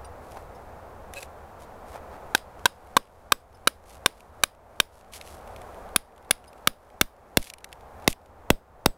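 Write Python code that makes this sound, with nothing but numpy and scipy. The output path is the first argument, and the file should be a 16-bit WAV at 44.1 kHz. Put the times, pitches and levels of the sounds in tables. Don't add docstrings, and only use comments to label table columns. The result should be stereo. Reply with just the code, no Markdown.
import sys
import numpy as np
from scipy import signal
from scipy.fft import rfft, irfft, next_fast_len
from scipy.io import wavfile

SR = 44100
rng = np.random.default_rng(int(sys.argv[2]) if len(sys.argv) > 2 else 0)


def log_audio(samples):
    frames = np.atleast_2d(samples).T
    limited = np.clip(frames, -1, 1)
    pcm = np.round(limited * 32767).astype(np.int16)
    wavfile.write(sys.argv[1], SR, pcm)


N = 395577
TIME = np.arange(N) / SR

# start in seconds, force in dB, bending pitch in Hz, slide time in seconds,
# then extra bending, shaft ping and extra thud in dB.
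BLOWS = [(2.3494, -7.5, 847, .0036, -1.5, -0.5, -12.5), (2.6564, -1.5, 963, 0.0093, 1, -1, -15),
         (2.967, 1, 1097, 0.0077, 8.5, -2.5, 8), (3.3209, 4, 1196, 0.0034, 4, -10.5, 3),
         (3.6732, 0.5, 1322, 0.0056, 1, 7, -16), (4.0603, 2.5, 1097, 0.0021, 0, 4.5, -6),
         (4.436, 3, 1230, 0.0018, -1.5, 7.5, -4.5), (4.801, 5.5, 1124, 0.0012, -7.5, 0, 1.5),
         (5.9611, 1, 1253, 0.00065, -6.5, 14.5, 7), (6.3093, -3.5, 1410, 0.0028, -4, 16, 8),
         (6.6731, 2.5, 1283, 0.0013, 6, 7, 2.5), (7.0122, 6, 1391, 0.0011, -3, -17, -3),
         (7.3713, 3, 1015, 0.00075, 0.5, 10.5, 0.5), (8.077, 0.5, 1047, .0004, 2.5, 5.5, -1),
         (8.503, 3, 878, .0005, 0.5, -9, 3), (8.8597, 1.5, 846, 0.00062, 9.5, -4, 2)]
# multiple of the clang pitch, relative level in dB.
CLANG_PARTIALS = [(1, 3.5), (1.2, -4.5), (1.38, -11), (1.56, -5), (1.86, -16), (2.41, -5.5), (3.29, -6.5)]
# pitch in Hz, relative level in dB, time to fall 60 dB in seconds.
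STAKE_TOP_MODES = [(3750, -39, 0.086), (4520, -38.5, 0.11), (5060, -48.5, 0.24), (7000, -43, 0.076),
                   (8850, -39, .17), (10800, -42.5, 0.13), (12100, -41, .16)]
HELD_STAKE_MODES = [(3000, -5.5, 0.026), (3750, -5, 0.02), (4960, 4, 0.023), (5900, -4, 0.016),
                    (8750, -5, 0.077), (10500, -4, .03), (11100, -11, .02), (13500, -12, 0.017)]
HAMMER_MODES = [(569, -3.5, 0.4), (810, -15, 0.018), (1650, -5, 0.052), (2567, 6.5, 0.043),
                (4000, 5.5, 0.0084), (7560, 5, 0.0053)]
# start in seconds, relative level in dB.
BRIGHT_TICKS = [(.3195, -39), (1.137, -29.5), (1.229, -30), (2.378, -24), (4.2056, -35.5), (5.136, -25.5),
                (5.2126, -26.5), (5.275, -34), (7.427, -16.5), (7.471, -23.5), (7.5004, -15.5),
                (7.537, -19.5), (7.5838, -31), (7.644, -19), (7.7279, -25.5), (8.1279, -15.5)]
STAKE_SCRATCHES = [(0.046, -39.5), (.32, -59), (.55, -51), (3.4, -54), (3.545, -44.5), (6.477, -36)]
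# start in seconds, length in seconds, level in dB.
CRUST_SCUFFS = [(.18, .29, -56), (1.12, .15, -43.5), (1.58, 0.085, -51.5), (1.85, 0.14, -50.5),
                (3.85, .14, -42.5), (4.88, 0.16, -50.5), (5.115, 0.076, -31.5), (5.17, 0.23, -46),
                (7.365, .155, -31), (8.08, 0.047, -21.5)]
HAMMER_DRAGS = [(1.15, 0.052, -32.5), (1.222, 0.017, -33.5)]
BOOT_SHUFFLES = [(.355, 0.033, -35.5), (1.91, 0.084, -35.5), (2.1, 0.08, -38)]
# time in seconds, far rush in dB, low rumble in dB.
AIR_LEVELS = [(0, -39.3, -40.5), (1.5, -40.5, -46), (2.4, -37.5, -42), (3.5, -39.5, -41), (5.7, -38, -44.5),
              (7.6, -38.5, -45), (8.97, -40.5, -41)]
# frequency in Hz, relative level in dB.
CRUMBLE_COLOUR = [(200, -4.5), (1500, 4), (2600, -1), (3800, 1.5), (4350, -5), (5000, 3.5), (5900, -9.5),
                  (6900, -7.5), (7600, -12), (8500, -2.5), (9200, -11.5), (10100, -4.5), (12500, -13.5),
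                  (16000, -19.5)]
TICK_COLOUR = [(300, -22), (1400, -5), (2200, 10), (5000, -0.5), (8000, -2), (11500, -0.5), (16000, -20)]
SCUFF_COLOUR = [(300, -13.5), (1400, -7), (2400, -2), (5200, -3.5), (7000, -4.5), (11000, -3),
                (16000, -16.5)]
SHUFFLE_COLOUR = [(80, -5.5), (400, 5), (850, 13), (1500, -0.5), (3000, -12.5), (12000, -23)]
ECHO_COLOUR = [(30, -16), (150, 2.5), (500, 6.5), (1500, -14.5), (4000, -16.5), (9000, -8.5), (16000, 2)]
RUSH_COLOUR = [(76, -49), (130, -5.5), (150, -9), (211, -3), (297, -7.5), (462, 0), (735, 2.5),
               (1400, -8.5), (2050, -18), (2320, -20), (2890, -26.5), (5180, -33), (15100, -35.5),
               (16000, -45.5)]
RUMBLE_COLOUR = [(15, -1), (35, -5), (55, 2), (80, 3.5), (120, -9.5), (220, -24), (600, -52.5)]
IDLE_COLOUR = [(20, 2), (40, -8), (80, -14), (200, -28), (500, -30), (1500, -30.5), (14000, -37)]

# level in dB at the first blow, change in dB per blow.
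BENDING_LEVEL, OVERTONE_LEVEL, HEAD_LEVEL = (11.7, -0.34), (4.7, 0.4), (13.6, -0.89)
CLANG_LEVEL, GRIND_LEVEL = (3.6, 0.46), (0, 0.78)
HEAD_HZ, HANDLE_HZ, CLANG_HZ, PING_HZ = 1559, 550, 3690, 9956
OVERTONE_HZ, OVERTONE_HZ_PER_BLOW = 2847, -26.5
OVERTONE_SPLIT = 0.11
SOFT_THUD_DB, HARD_THUD_DB, HARD_LAYER_BLOW, HARD_LAYER_WIDTH_BLOWS = -4, 19.5, 10.53, 0.66
GRIT_FROM_S, GRIT_UNTIL_S = 2.3, 8.3


def hammer_blows(damped_t60=0.025, choke_t60=0.016, pitch_scatter=0.03, size=16384):
    out, t = np.zeros(N), TIME[:size]
    for blow, (s, force_db, bending_hz, slide_s, extra_db, ping_db, thud_db) in enumerate(BLOWS):
        gripped = gripped_time(size)
        overtone_shift, clang_shift = 1 + pitch_scatter * rng.standard_normal(2)
        bending_db = sunk_db(BENDING_LEVEL, blow) + extra_db
        overtone_hz = (OVERTONE_HZ + OVERTONE_HZ_PER_BLOW * blow) * overtone_shift
        overtone_db, clang_db = sunk_db(OVERTONE_LEVEL, blow), sunk_db(CLANG_LEVEL, blow)
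        overtones = sum(tone(gripped, overtone_hz * (1 + plane * OVERTONE_SPLIT), overtone_db)
                        for plane in (-1, 1))
        bending = tone(gripped, bending_hz, bending_db) - overtones
        head = tone(t, HEAD_HZ, sunk_db(HEAD_LEVEL, blow))
        handle = tone(t, HANDLE_HZ, bending_db - 13)
        ping = tone(t, PING_HZ, ping_db)
        clang = sum((-1) ** k * tone(gripped, CLANG_HZ * clang_shift * ratio, clang_db + db)
                    for k, (ratio, db) in enumerate(CLANG_PARTIALS))
        grind = from_db(sunk_db(GRIND_LEVEL, blow)) * dull_noise(size, pole=0.49)
        decay = fade(t, damped_t60) * fade(np.maximum(t - slide_s, 0), choke_t60)
        clank = (bending + head + handle + ping + clang + grind) * decay
        hardness = 1 / (1 + np.exp((HARD_LAYER_BLOW - blow) / HARD_LAYER_WIDTH_BLOWS))
        layer_db = SOFT_THUD_DB + (HARD_THUD_DB - SOFT_THUD_DB) * hardness
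        thud = from_db(layer_db + thud_db) * crust_thud(t)
        add(out, s, from_db(force_db) * (clank + thud))
    return out


def gripped_time(size, wobble=0.062, wobble_hz=350):
    grip = dull_noise(size, pole=np.exp(-2 * np.pi * wobble_hz / SR))
    return np.cumsum(1 + wobble * grip) / SR


def sunk_db(level, blow):
    first_db, db_per_blow = level
    return first_db + db_per_blow * blow


def crust_thud(t, sweep_rad_s=0.043, travel_s=0.0015, rise_s=0.00017):
    age = t + travel_s
    onset = 1 - np.exp(-t / rise_s)
    wave = np.sin(sweep_rad_s / age) * travel_s / age * onset * fade(t, t60=0.068)
    knock = mode(t - 0.0026, hz=350, db=-13, t60=0.0031)
    low_swing = mode(t - 0.026, hz=14, db=-17, t60=0.056)
    return wave - knock + low_swing


def stake_top_ring(scatter_db=3.5, detune=0.11, size=16384):
    out, t = np.zeros(N), TIME[:size]
    for s, *_ in BLOWS:
        for hz, db, t60 in STAKE_TOP_MODES:
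            strength, shift = rng.standard_normal(2)
            add(out, s, mode(t, hz * (1 + detune * shift), db + scatter_db * strength, t60))
    return out


def crust_crumble(level_db=-27.5, t60=0.21, size=16384):
    out, fractures = np.zeros(N), grains(per_s=17000, spread_db=3.5)
    for blow, (s, *_) in enumerate(BLOWS):
        hiss = rms_one(coloured(fractures[blow * size:(blow + 1) * size], CRUMBLE_COLOUR))
        add(out, s, hiss * fade(TIME[:size], t60))
    return from_db(level_db) * out


def bright_ticks(gain_db=5, t60=0.015, size=2048):
    out = np.zeros(N)
    for s, db in list(BRIGHT_TICKS) + stray_ticks():
        add(out, s, from_db(db + gain_db) * rng.standard_normal(size) * fade(TIME[:size], t60))
    return coloured(out, TICK_COLOUR)


def stray_ticks(per_s=11, typical_db=-46, scatter_db=3, count=96):
    starts = GRIT_FROM_S + np.cumsum(rng.exponential(1 / per_s, count))
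    levels = typical_db + scatter_db * rng.standard_normal(count)
    return [(s, db) for s, db in zip(starts, levels) if s < GRIT_UNTIL_S]


def stake_scratches(scatter_db=4.0, grip_detune=0.034, scratch_t60=0.065, size=8192):
    out, t = np.zeros(N), TIME[:size]
    for s, touch_db in STAKE_SCRATCHES:
        strengths, shifts = rng.standard_normal((2, len(HELD_STAKE_MODES)))
        ring = sum(mode(t, hz * (1 + grip_detune * shift), db + scatter_db * strength, t60)
                   for (hz, db, t60), strength, shift in zip(HELD_STAKE_MODES, strengths, shifts))
        scratch = rng.standard_normal(size) * fade(t, scratch_t60)
        add(out, s, from_db(touch_db) * signal.fftconvolve(scratch / np.linalg.norm(scratch), ring))
    return out


def crust_scuffs(faint_db=-63, swing_db=5.5):
    window = (TIME > GRIT_FROM_S) & (TIME < GRIT_UNTIL_S)
    faint = window * from_db(faint_db + swing_db * wander(per_s=7.9))
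    grit = rms_one(coloured(grains(per_s=1600, spread_db=3.5), SCUFF_COLOUR))
    return (swells(CRUST_SCUFFS) + faint) * grit


def hammer_drags(size=8192):
    ring = sum(mode(TIME[:size], hz, db, t60) for hz, db, t60 in HAMMER_MODES)
    rubbing = grains(per_s=3000, spread_db=2.0)
    return swells(HAMMER_DRAGS) * rms_one(signal.fftconvolve(rubbing, ring)[:N])


def boot_shuffles():
    crunch = rms_one(coloured(grains(per_s=2500, spread_db=5.0), SHUFFLE_COLOUR))
    return swells(BOOT_SHUFFLES) * crunch


def campsite_echoes(x, near_db=-32, near_t60=0.07, far_db=-34, far_t60=0.25, delay_s=0.0078, size=16384):
    t = TIME[:size] - delay_s
    near = from_db(near_db) * fade(t, near_t60) / np.sqrt(near_t60)
    far = from_db(far_db) * fade(t, far_t60) / np.sqrt(far_t60)
    energy_scale = np.sqrt(2 * np.log(1000) / SR)
    echoes = coloured(rng.standard_normal(size), ECHO_COLOUR) * (near + far) * energy_scale
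    return signal.fftconvolve(x, echoes)[:N]


def forest_air():
    s, rush_db, rumble_db = np.transpose(AIR_LEVELS)
    rush = from_db(np.interp(TIME, s, rush_db)) * steady_noise(RUSH_COLOUR)
    rumble = from_db(np.interp(TIME, s, rumble_db)) * steady_noise(RUMBLE_COLOUR)
    return rush + rumble


def from_db(db):
    return 10 ** (np.asarray(db) / 20)


def rms_one(x):
    return x / np.sqrt(np.mean(x ** 2) + 1e-20)


def add(track, s, sound):
    start = max(round(s * SR), 0)
    track[start:start + len(sound)] += sound[:N - start]


def coloured(x, colour):
    hz, db = np.transpose(colour)
    size = next_fast_len(len(x))
    bins = np.maximum(np.fft.rfftfreq(size, 1 / SR), 1)
    gain = from_db(np.interp(np.log(bins), np.log(hz), db))
    return irfft(rfft(x, size) * gain, size)[:len(x)]


def steady_noise(colour):
    return rms_one(coloured(rng.standard_normal(N), colour))


def dull_noise(size, pole):
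    return rms_one(signal.lfilter([1], [1, -pole], rng.standard_normal(size)))


def tone(t, hz, db):
    return from_db(db) * np.sin(2 * np.pi * hz * t)


def fade(t, t60):
    return np.exp(-np.log(1000) * np.abs(t) / t60) * (t >= 0)


def mode(t, hz, db, t60):
    return tone(t, hz, db) * fade(t, t60)


def swells(rows):
    out = np.zeros(N)
    for s, length_s, db in rows:
        add(out, s, from_db(db) * np.sqrt(np.hanning(int(length_s * SR))))
    return out


def grains(per_s, spread_db):
    sizes = from_db(spread_db * np.minimum(rng.exponential(1, N), 4))
    return sizes * rng.choice([-1, 1], N) * (rng.random(N) < per_s / SR)


def wander(per_s):
    steps = rng.standard_normal(1024)
    return np.interp(TIME * per_s, np.arange(len(steps)), steps)


def scene(idle_db=-55):
    close = hammer_blows() + stake_top_ring() + crust_crumble() + bright_ticks()
    close += stake_scratches() + crust_scuffs() + hammer_drags() + boot_shuffles()
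    left = close + campsite_echoes(close) + forest_air()
    right = from_db(idle_db) * steady_noise(IDLE_COLOUR)
    return np.array([left, right])


def gain_control(x, threshold_db=-4, slope=0.48, depth_db=14, release_db_per_s=21, attack_s=0.0043):
    peak_db = 20 * np.log10(np.abs(x).max(axis=0) + 1e-9)
    cut_db = np.clip(slope * (peak_db - threshold_db), 0, depth_db)
    release_db = release_db_per_s * TIME
    held_db = np.maximum.accumulate(cut_db + release_db) - release_db
    pole = np.exp(-1 / (attack_s * SR))
    return x * from_db(-signal.lfilter([1 - pole], [1, -pole], held_db))


def record(dry, ceiling=0.88, stopband_hz=16500):
    drive = gain_control(dry) / ceiling
    flattened = ceiling * drive / (1 + drive ** 4) ** 0.25
    top_cut = signal.cheby2(12, 45, stopband_hz, fs=SR, output="sos")
    return signal.sosfiltfilt(top_cut, flattened)


dry = scene()
out = record(dry)
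log_audio(out)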